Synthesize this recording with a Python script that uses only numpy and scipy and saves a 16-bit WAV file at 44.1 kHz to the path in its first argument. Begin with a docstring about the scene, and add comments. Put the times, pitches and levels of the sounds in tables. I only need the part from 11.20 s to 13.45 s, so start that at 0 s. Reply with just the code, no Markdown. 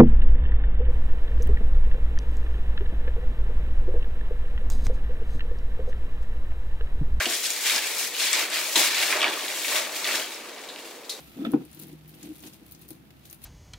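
"""A dish slides, clacks and settles on a kitchen counter with a hollow thump, while a hand works moist
grated vegetables round a steel bowl. Wet strands crackle, pulp squishes and small films of juice snap.
Later the bowl rubs and nudges the same counter, which groans and rings. It is all heard close up,
in stereo, in a small tiled room with a low hum."""
import sys
import numpy as np
from scipy import signal
from scipy.fft import rfft, irfft, next_fast_len
from scipy.io import wavfile
from scipy.ndimage import uniform_filter1d

SR = 44100
rng = np.random.default_rng(int(sys.argv[2]) if len(sys.argv) > 2 else 0)


def to_wav(sig):
    """Store sig (one row per channel, or 1-D mono) as 16-bit WAV at the path in sys.argv[1].

    Samples outside -1..1 are clipped; the rate is SR.
    """
    pcm = np.clip(np.atleast_2d(sig), -1, 1) * 32767
    pcm = np.round(pcm).astype(np.int16)
    wavfile.write(sys.argv[1], SR, pcm.T)  # frames by channels


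N = 99225  # 2.25 s


# How strong the stirring, the squish and the finger rubbing are: time_s, relative_db
STIR_LEVELS = [(0, -56), (.25, -62.5), (.38, -69.5), (.5, -61), (.56, -56), (.635, -55.5), (.67, -64),
               (.73, -55.5), (.78, -73), (.86, -66.5), (.89, -62.5), (1.05, -58), (1.23, -55.5),
               (1.275, -47.5), (1.305, -58.5), (1.34, -54), (1.39, -67), (1.54, -58.5), (1.58, -72),
               (1.63, -52.5), (1.665, -66), (1.715, -54.5), (1.77, -68), (1.84, -73), (2.03, -65.5),
               (2.06, -53), (2.14, -63.5), (2.17, -69), (2.205, -64), (2.24, -45.5)]
SQUISH_LEVELS = [(0, -54.5), (.06, -59.5), (.15, -59), (.23, -55.5), (.3, -59), (.45, -62.5), (.63, -57.5),
                 (.77, -65.5), (.89, -64.5), (1.05, -56), (1.14, -62.5), (1.225, -62), (1.24, -55),
                 (1.275, -50), (1.305, -65.5), (1.34, -61.5), (1.41, -65.5), (1.63, -64), (1.67, -66.5),
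                 (1.79, -68.5), (2.03, -67), (2.14, -61), (2.19, -72.5), (2.24, -55)]
SHEEN_LEVELS = [(0, -57), (.1, -60), (.18, -77)]
# The tone of the wet strands and of the pulp: pitch_hz, relative_db
STRAND_TONE = [(500, -52), (2000, -13), (4000, 0), (5400, -8), (6600, -4), (7600, -6), (9600, -1),
               (15300, -1.5)]
PULP_TONE = [(200, -9.5), (500, -1.5), (800, 1), (1100, -6.5), (1700, -3.5), (2600, 1), (3600, -1),
             (5000, -5.5), (8000, -12), (15000, -7)]

def mash():
    """Wet strands crackle over the duller squish of the pulp; fingers on steel add a thin sheen."""
    strands = grains(per_s=700, spread_db=4.8, life_s=0.00096, bed=0.7)
    crackle = level(STIR_LEVELS) * coloured(strands, STRAND_TONE)
    pulp = grains(per_s=450, spread_db=3.6, life_s=0.0015, bed=1.0)
    squish = level(SQUISH_LEVELS) * coloured(pulp, PULP_TONE)
    hiss = filtered(rng.standard_normal((2, N)), lambda hz: 1 / np.hypot(1, (hz - 12200) / 340))
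    sheen = level(SHEEN_LEVELS) * unit(hiss)
    return amp(1) * crackle * pan(1.5) + amp(3.5) * squish + amp(-5.5) * sheen


# Each snap of juice: start_s, relative_db, pitch_hz
JUICE_SNAPS = [(.1227, -53, 13200), (.309, -52, 8950), (0.318, -40, 11000), (.4510, -44.5, 11100),
               (0.5137, -47, 10800), (0.53, -48, 9300), (.5472, -40, 11800), (0.5927, -42, 12890),
               (.5936, -44, 12890), (0.598, -37, 11000), (.6165, -41, 13400), (.6182, -48, 13000),
               (0.623, -40, 12700), (0.6275, -43, 12400), (0.6346, -41, 9200), (0.6686, -47, 11300),
               (0.6834, -43, 13200), (0.8782, -42.5, 13700), (0.8864, -47, 14100), (.893, -42.5, 13100),
               (0.948, -47, 11500), (1.0295, -38, 7500), (1.0595, -49, 9800), (1.1602, -46.5, 10400),
               (1.1816, -46, 12700), (1.1931, -46, 12000), (1.2045, -46, 8260), (1.2657, -45, 8050),
               (1.2714, -41, 7960), (1.333, -50, 5500), (1.4633, -47, 11800), (1.5114, -43, 11500),
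               (1.5214, -37, 13500), (1.5234, -40, 13800), (1.5468, -56, 8200), (1.549, -46.5, 6250),
               (1.593, -49, 13700), (1.6158, -47, 12500), (1.6186, -46, 13100), (1.631, -60, 5500),
               (1.682, -47, 10900), (1.688, -37, 12300), (1.7053, -36, 11200), (1.7087, -41, 13000),
               (1.728, -51, 12100), (2.053, -49, 7450), (2.0991, -42, 8350), (2.1041, -47, 11100),
               (2.1101, -39, 13300), (2.1282, -37, 11100), (2.1448, -45, 11100), (2.223, -52, 11600),
               (2.2404, -34, 11300), (2.2442, -39, 11700)]
# The tone all snaps share: pitch_hz, relative_db
SNAP_TONE = [(500, -44), (2000, -24), (4000, 2.5), (6600, 1.5), (7800, -6), (9600, 0.5), (12000, -2),
             (15300, 4)]

def snaps():
    """Films of juice snap, each at its own pitch; the bowl's wall returns an echo and a short tail."""
    out, size = np.zeros((2, N + SR)), SR // 10
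    t, hz = np.arange(size) / SR, np.fft.rfftfreq(size, 1 / SR) + 1
    snap_s, echo_delay_s, width_octaves = 0.0055, 0.00183, 0.36
    click = lambda age, fade_s: strike(age, attack_s=0.0003, fade_s=fade_s)
    echo = amp(-7.5) * click(np.maximum(t - echo_delay_s, 0), snap_s)
    tail = amp(-15) * click(t, fade_s=0.07)
    envelope = np.hypot(click(t, snap_s) + echo, tail)
    for start_s, db, pitch_hz in JUICE_SNAPS:
        peak = np.exp(-.5 * (np.log2(hz / pitch_hz) / width_octaves) ** 2)
        tone = amp(along(SNAP_TONE, hz)) * (peak + amp(-11))
        burst = unit(irfft(rfft(rng.standard_normal((2, size))) * tone, size))
        add_at(out, start_s, amp(db) * envelope * burst)
    return amp(8) * out[:, :N] * pan(2.3)


# Each air pocket: start_s, relative_db
AIR_POCKETS = [(.94, -53), (1.0305, -53), (1.2358, -46), (1.331, -57), (1.706, -53), (1.905, -54),
               (2.053, -55), (2.1278, -51.5)]

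def squelches():
    """Air pockets in the pulp give way with a deeper squelch."""
    return amp(7) * bursts(AIR_POCKETS, attack_s=0.00057, fade_s=0.033) * noise(PULP_TONE)


# Each knock on the counter: start_s, relative_db, brightness_db_per_octave, pitch_ratio
COUNTER_KNOCKS = [(0.2602, -20.5, 0, 0.93), (0.3352, -6.5, 0, 0.99), (.364, -23.5, -9, 1.165),
                  (.406, -33, 2.5, 0.924), (.566, -40.5, -3, 1.05), (.724, -35.5, -7.5, 1.08),
                  (1.032, -37.5, -4, 1.01), (1.414, -41, -1, 1.01), (1.7054, -35.5, 0, 1.08)]
# The notes the counter rings with: pitch_hz, relative_db, fade_s, pan_left_db
COUNTER_NOTES = [(146, -28, .26, 0), (217, -15, .087, .5), (243, -13, .104, 1), (288, 0, .06, 1.4),
                 (315, -2.2, .064, 1.8), (359, -19, .11, 2), (474, -20.5, .13, 0), (745, -25, .05, -.5),
                 (785, -23, .07, -.5), (1042, -36, .085, 0), (1320, -39, .08, 0), (1470, -35, .06, 0)]

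def knocks():
    """Each knock makes the counter ring; where it lands sets the pitch."""
    out, t = np.zeros((2, N + SR)), np.arange(SR // 2) / SR
    main_hz = COUNTER_NOTES[3][0]
    for start_s, db, brightness, pitch_ratio in COUNTER_KNOCKS:
        for k, (hz, note_db, fade_s, left_db) in enumerate(COUNTER_NOTES):
            gain = amp(db + note_db + brightness * np.log2(hz / main_hz))
            ring = strike(t, attack_s=0.0022, fade_s=fade_s) * np.sin(2 * np.pi * pitch_ratio * hz * t)
            # Neighbouring notes start in opposite directions, so the thump swells.
            add_at(out, start_s, (-1) ** k * gain * pan(left_db) * ring)
    return np.sqrt(2) * out[:, :N]


# The tone of a knock's first touch and of its crack: pitch_hz, relative_db
TOUCH_TONE = [(100, -20), (600, 2), (1400, 1), (2000, -13), (2550, -5), (3000, -21), (8000, -43)]
CRACK_TONE = [(30, -28), (70, 1.5), (140, 3), (400, 2.5), (800, 2.5), (1400, -14), (2400, -16.5),
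              (3200, -28), (9000, -48)]

def knock_noise():
    """Each knock opens with a quick tap and a longer, noisy crack."""
    touch = bursts(COUNTER_KNOCKS, attack_s=0.00013, fade_s=0.012) * noise(TOUCH_TONE)
    crack = bursts(COUNTER_KNOCKS, attack_s=0.00045, fade_s=0.097) * noise(CRACK_TONE)
    return amp(-23.5) * touch + amp(-22.5) * crack


# Each clack of the dish's rim: start_s, relative_db
RIM_CLACKS = [(.2502, -32.5), (.2675, -48)]
# The tone of a clack's noise: pitch_hz, relative_db
CLACK_TONE = [(60, -40), (300, -10), (570, 15), (930, -27), (1340, -12), (1650, 0), (3300, 1), (4400, -14),
              (6000, -25), (15000, -20)]
# The notes the rim rings with: pitch_hz, relative_db, fade_s
RIM_NOTES = [(664, -3, 0.11), (1152, -7, 0.05), (1310, 8, 0.03), (1385, -7, 0.06), (1723, -13, 0.1),
             (1908, -15, 0.1), (2440, -4, 0.036), (2643, -14, 0.11), (3140, -18, 0.08), (3513, 2, 0.04),
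             (3607, -13, 0.08), (3828, -14, 0.07)]
# How strongly the rim sings: time_s, relative_db
SING_LEVELS = [(0, -65), (.13, -68.5), (.23, -55), (.28, -59), (.5, -77.5)]

def dish_rim():
    """The rim cracks and rings at each clack and sings faintly as it slides, a little to the right."""
    crack = amp(-4) * bursts(RIM_CLACKS, attack_s=0.0002, fade_s=0.1) * noise(CLACK_TONE)
    out, t = np.zeros(N + SR), np.arange(SR // 4) / SR
    ring = np.zeros(len(t))
    for hz, db, fade_s in RIM_NOTES:
        note = np.sin(2 * np.pi * (hz * t + rng.random()))
        ring += amp(db) * strike(t, attack_s=0.00012, fade_s=fade_s) * note
    for start_s, db in RIM_CLACKS:
        add_at(out, start_s, amp(db - 1.5) * ring)
    singing = level(SING_LEVELS) * unit(signal.fftconvolve(rng.standard_normal(N), ring)[:N])
    left_lag_s = 0.00019
    ringing = filtered(out[:N] + singing, lambda hz: left_lead(-2 * np.pi * hz * left_lag_s))
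    return crack * pan(-0.9) + ringing * pan(-1)


# How hard the dish or bowl rubs: time_s, level_db
RUB_LEVELS = [(0, -61), (.15, -58.5), (.175, -38), (.245, -32), (.28, -40), (.325, -34.5), (.42, -41),
              (.46, -50.5), (.53, -69.5), (.62, -46.5), (.735, -51.5), (.78, -64), (1.01, -52.5),
              (1.065, -44.5), (1.115, -41), (1.155, -63.5), (1.22, -53.5), (1.265, -45.5), (1.32, -58.5),
              (1.55, -60.5), (1.75, -57), (1.86, -64), (2.25, -63)]
# The notes that rubbing stirs up: pitch_hz, width_hz, relative_db
RUB_NOTES = [(195.7, 28, -3), (267, 57, -2.5), (322, 35.5, 2.5), (511.6, 30, -14), (630, 48, -25),
             (814, 130, -35.5), (1500, 86, -31)]

def rubbing():
    """Many tiny slips under the dish and bowl shake the counter."""
    def response(hz):
        notes = sum((-1) ** k * amp(db) * 1j * hz * width / (pitch ** 2 - hz ** 2 + 1j * hz * width)
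                    for k, (pitch, width, db) in enumerate(RUB_NOTES))
        softening = [(40, -41), (180, 1), (1400, 0.5), (4000, -26)]  # pitch_hz, relative_db
        return notes * amp(along(softening, hz))
    slips = ticks(per_s=500, spread_db=3.2) * rng.standard_normal(N)
    return level(RUB_LEVELS) * steadied(filtered(slips, response), samples=1100)


# Each groan as the dish or bowl is pushed: start_s, length_s, start_hz, end_hz, level_db
PUSH_GROANS = [(0.19, 0.043, 303, 265, -30.5), (0.26, 0.048, 208, 246, -31.5),
               (1.054, 0.087, 292.7, 310.3, -41)]

def groans():
    """Where the slips fall into step, the counter gives a short gliding tone."""
    out = np.zeros(N + SR)
    for start_s, length_s, start_hz, end_hz, db in PUSH_GROANS:
        progress = np.linspace(0, 1, round(length_s * SR))
        wobble = 0.022 * unit(uniform_filter1d(rng.standard_normal(len(progress)), size=200))
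        hz = (start_hz + (end_hz - start_hz) * progress) * (1 + wobble)
        tone = np.sqrt(2) * np.sin(2 * np.pi * np.cumsum(hz) / SR)
        add_at(out, start_s, amp(db) * np.sin(np.pi * progress) * tone)
    return out[:N]


# How far left the rubs and groans lean: pitch_hz, pan_left_db
FRICTION_PAN = [(100, -3), (220, 1), (320, 1.3), (500, -0.5), (1300, 1)]
# How far ahead the counter's sound is on the left: pitch_hz, lead_radians
LEFT_LEAD = [(100, -0.021), (230, 0.083), (320, -0.56), (500, 1), (1200, 0.93)]

def counter():
    """Rubs, groans and knocks spread from the counter, reaching each ear a little differently."""
    friction = filtered(rubbing() + groans(), lambda hz: pan(along(FRICTION_PAN, hz)))
    return filtered(knocks() + friction, lambda hz: left_lead(along(LEFT_LEAD, hz)))


def room_echo(sound):
    """The tiled room gives a short echo, different at each ear and weak in the bass."""
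    t = np.arange(SR // 3) / SR
    tail = rng.standard_normal((2, len(t))) * strike(t, attack_s=0.0045, fade_s=0.24)
    echo = signal.fftconvolve(sound, tail / np.linalg.norm(tail[0]), axes=1)[:, :N]
    return filtered(echo, lambda hz: hz / np.hypot(hz, 350))


# The tone of the room's steady noise: pitch_hz, relative_db
ROOM_TONE = [(20, -28), (40, -18), (62, -7), (90, -6.5), (125, 0.5), (170, -1), (300, -6.5), (500, -16.5),
             (1000, -19.5), (2500, -23.5), (5000, -34), (8000, -40), (15000, -30.5)]
# How a low drone swells and sinks: time_s, level_db
DRONE_LEVELS = [(0, -58), (.58, -59), (.66, -51.5), (.88, -51.5), (1.1, -66.5), (2.25, -62.5)]

def background():
    """Soft room noise lies under a wavering hum and a low drone."""
    def wavering(pitch_hz, width_hz):
        return filtered(rng.standard_normal(N), lambda hz: 1 / (1 + ((hz - pitch_hz) / width_hz) ** 4))
    hum = amp(-63.5) * steadied(wavering(pitch_hz=66, width_hz=4.6), samples=9000)
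    air = amp(-55.5) * noise(ROOM_TONE)
    drone = level(DRONE_LEVELS) * steadied(wavering(pitch_hz=154.4, width_hz=4.5), samples=5000)
    return air + hum + drone


# How alike left and right sound: pitch_hz, likeness_0_to_1
EAR_LIKENESS = [(60, 0.41), (150, 0.79), (300, 0.11), (640, 0.27), (1400, 0), (15000, 0)]

def coloured(pair, tone):
    """Turn two unrelated noises into stereo of this tone: partly shared bass, separate treble."""
    def response(hz):
        angle = np.arccos(along(EAR_LIKENESS, hz)) / 2
        return amp(along(tone, hz)) * [np.cos(angle), np.sin(angle)]
    mid, side = filtered(pair, response)
    return unit(np.array([mid + side, mid - side]))


def noise(tone):
    """Stereo noise of this tone."""
    return coloured(rng.standard_normal((2, N)), tone)


def strike(t, attack_s, fade_s):
    """A quick rise, and a fall of 60 dB over fade_s."""
    return amp(-60 * t / fade_s) * (1 - np.exp(-t / attack_s))


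def bursts(rows, attack_s, fade_s):
    """A rise and fall in loudness for each row of start_s, level_db."""
    power = np.zeros(N + SR)
    shape = strike(np.arange(SR // 4) / SR, attack_s, fade_s)
    for start_s, db, *_ in rows:
        add_at(power, start_s, (amp(db) * shape) ** 2)
    return np.sqrt(power[:N])


def ticks(per_s, spread_db):
    """Random ticks of uneven size."""
    size = amp(spread_db * np.minimum(rng.exponential(size=N), 4))
    return (rng.random(N) < per_s / SR) * size


def grains(per_s, spread_db, life_s, bed):
    """Two channels of tiny noise bursts on a bed of smooth hiss."""
    t = np.arange(SR // 50) / SR
    power = signal.fftconvolve(ticks(per_s, spread_db) ** 2, np.exp(-t / life_s))[:N]
    return np.hypot(unit(np.sqrt(abs(power))), bed) * rng.standard_normal((2, N))


def add_at(out, start_s, sound):
    """Mix a sound into out from start_s on."""
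    out[..., round(start_s * SR):][..., :sound.shape[-1]] += sound


def amp(db):
    """Decibels to gain."""
    return 10 ** (np.asarray(db) / 20)


def unit(x):
    """Scale x to an average power of 1."""
    return x / np.sqrt(np.mean(x ** 2) + 1e-20)


def steadied(x, samples):
    """Hold the slow level of x near 1."""
    return x / np.sqrt(abs(uniform_filter1d(x ** 2, samples)) + .05 * np.mean(x ** 2))


def along(rows, hz):
    """Read between rows of pitch_hz, value."""
    pitches, values = np.transpose(rows)
    return np.interp(np.log(hz + 1), np.log(pitches + 1), values)


def level(rows):
    """A gain for every sample, from rows of time_s, level_db."""
    return amp(np.interp(np.arange(N) / SR, *np.transpose(rows)))


def filtered(x, response):
    """Multiply each frequency in x by response(hz)."""
    size = next_fast_len(N + SR // 2)
    return irfft(rfft(x, size) * response(np.fft.rfftfreq(size, 1 / SR)), size)[..., :N]


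def pan(left_db):
    """Raise the left side and lower the right by as much."""
    return amp(np.array([[1], [-1]]) * left_db)


def left_lead(radians):
    """Put the left wave ahead of the right."""
    return np.exp(np.array([[.5j], [-.5j]]) * radians)


def scene():
    """Bowl, dish and counter in the room."""
    close = counter() + knock_noise() + dish_rim() + mash() + snaps() + squelches()
    return close + amp(-14) * room_echo(close) + background()


def record(dry):
    """Cut away the very highest treble."""
    top_hz = 15650
    return filtered(dry, lambda hz: 1 / (1 + (hz / top_hz) ** 160))


dry = scene()
out = record(dry)
to_wav(out)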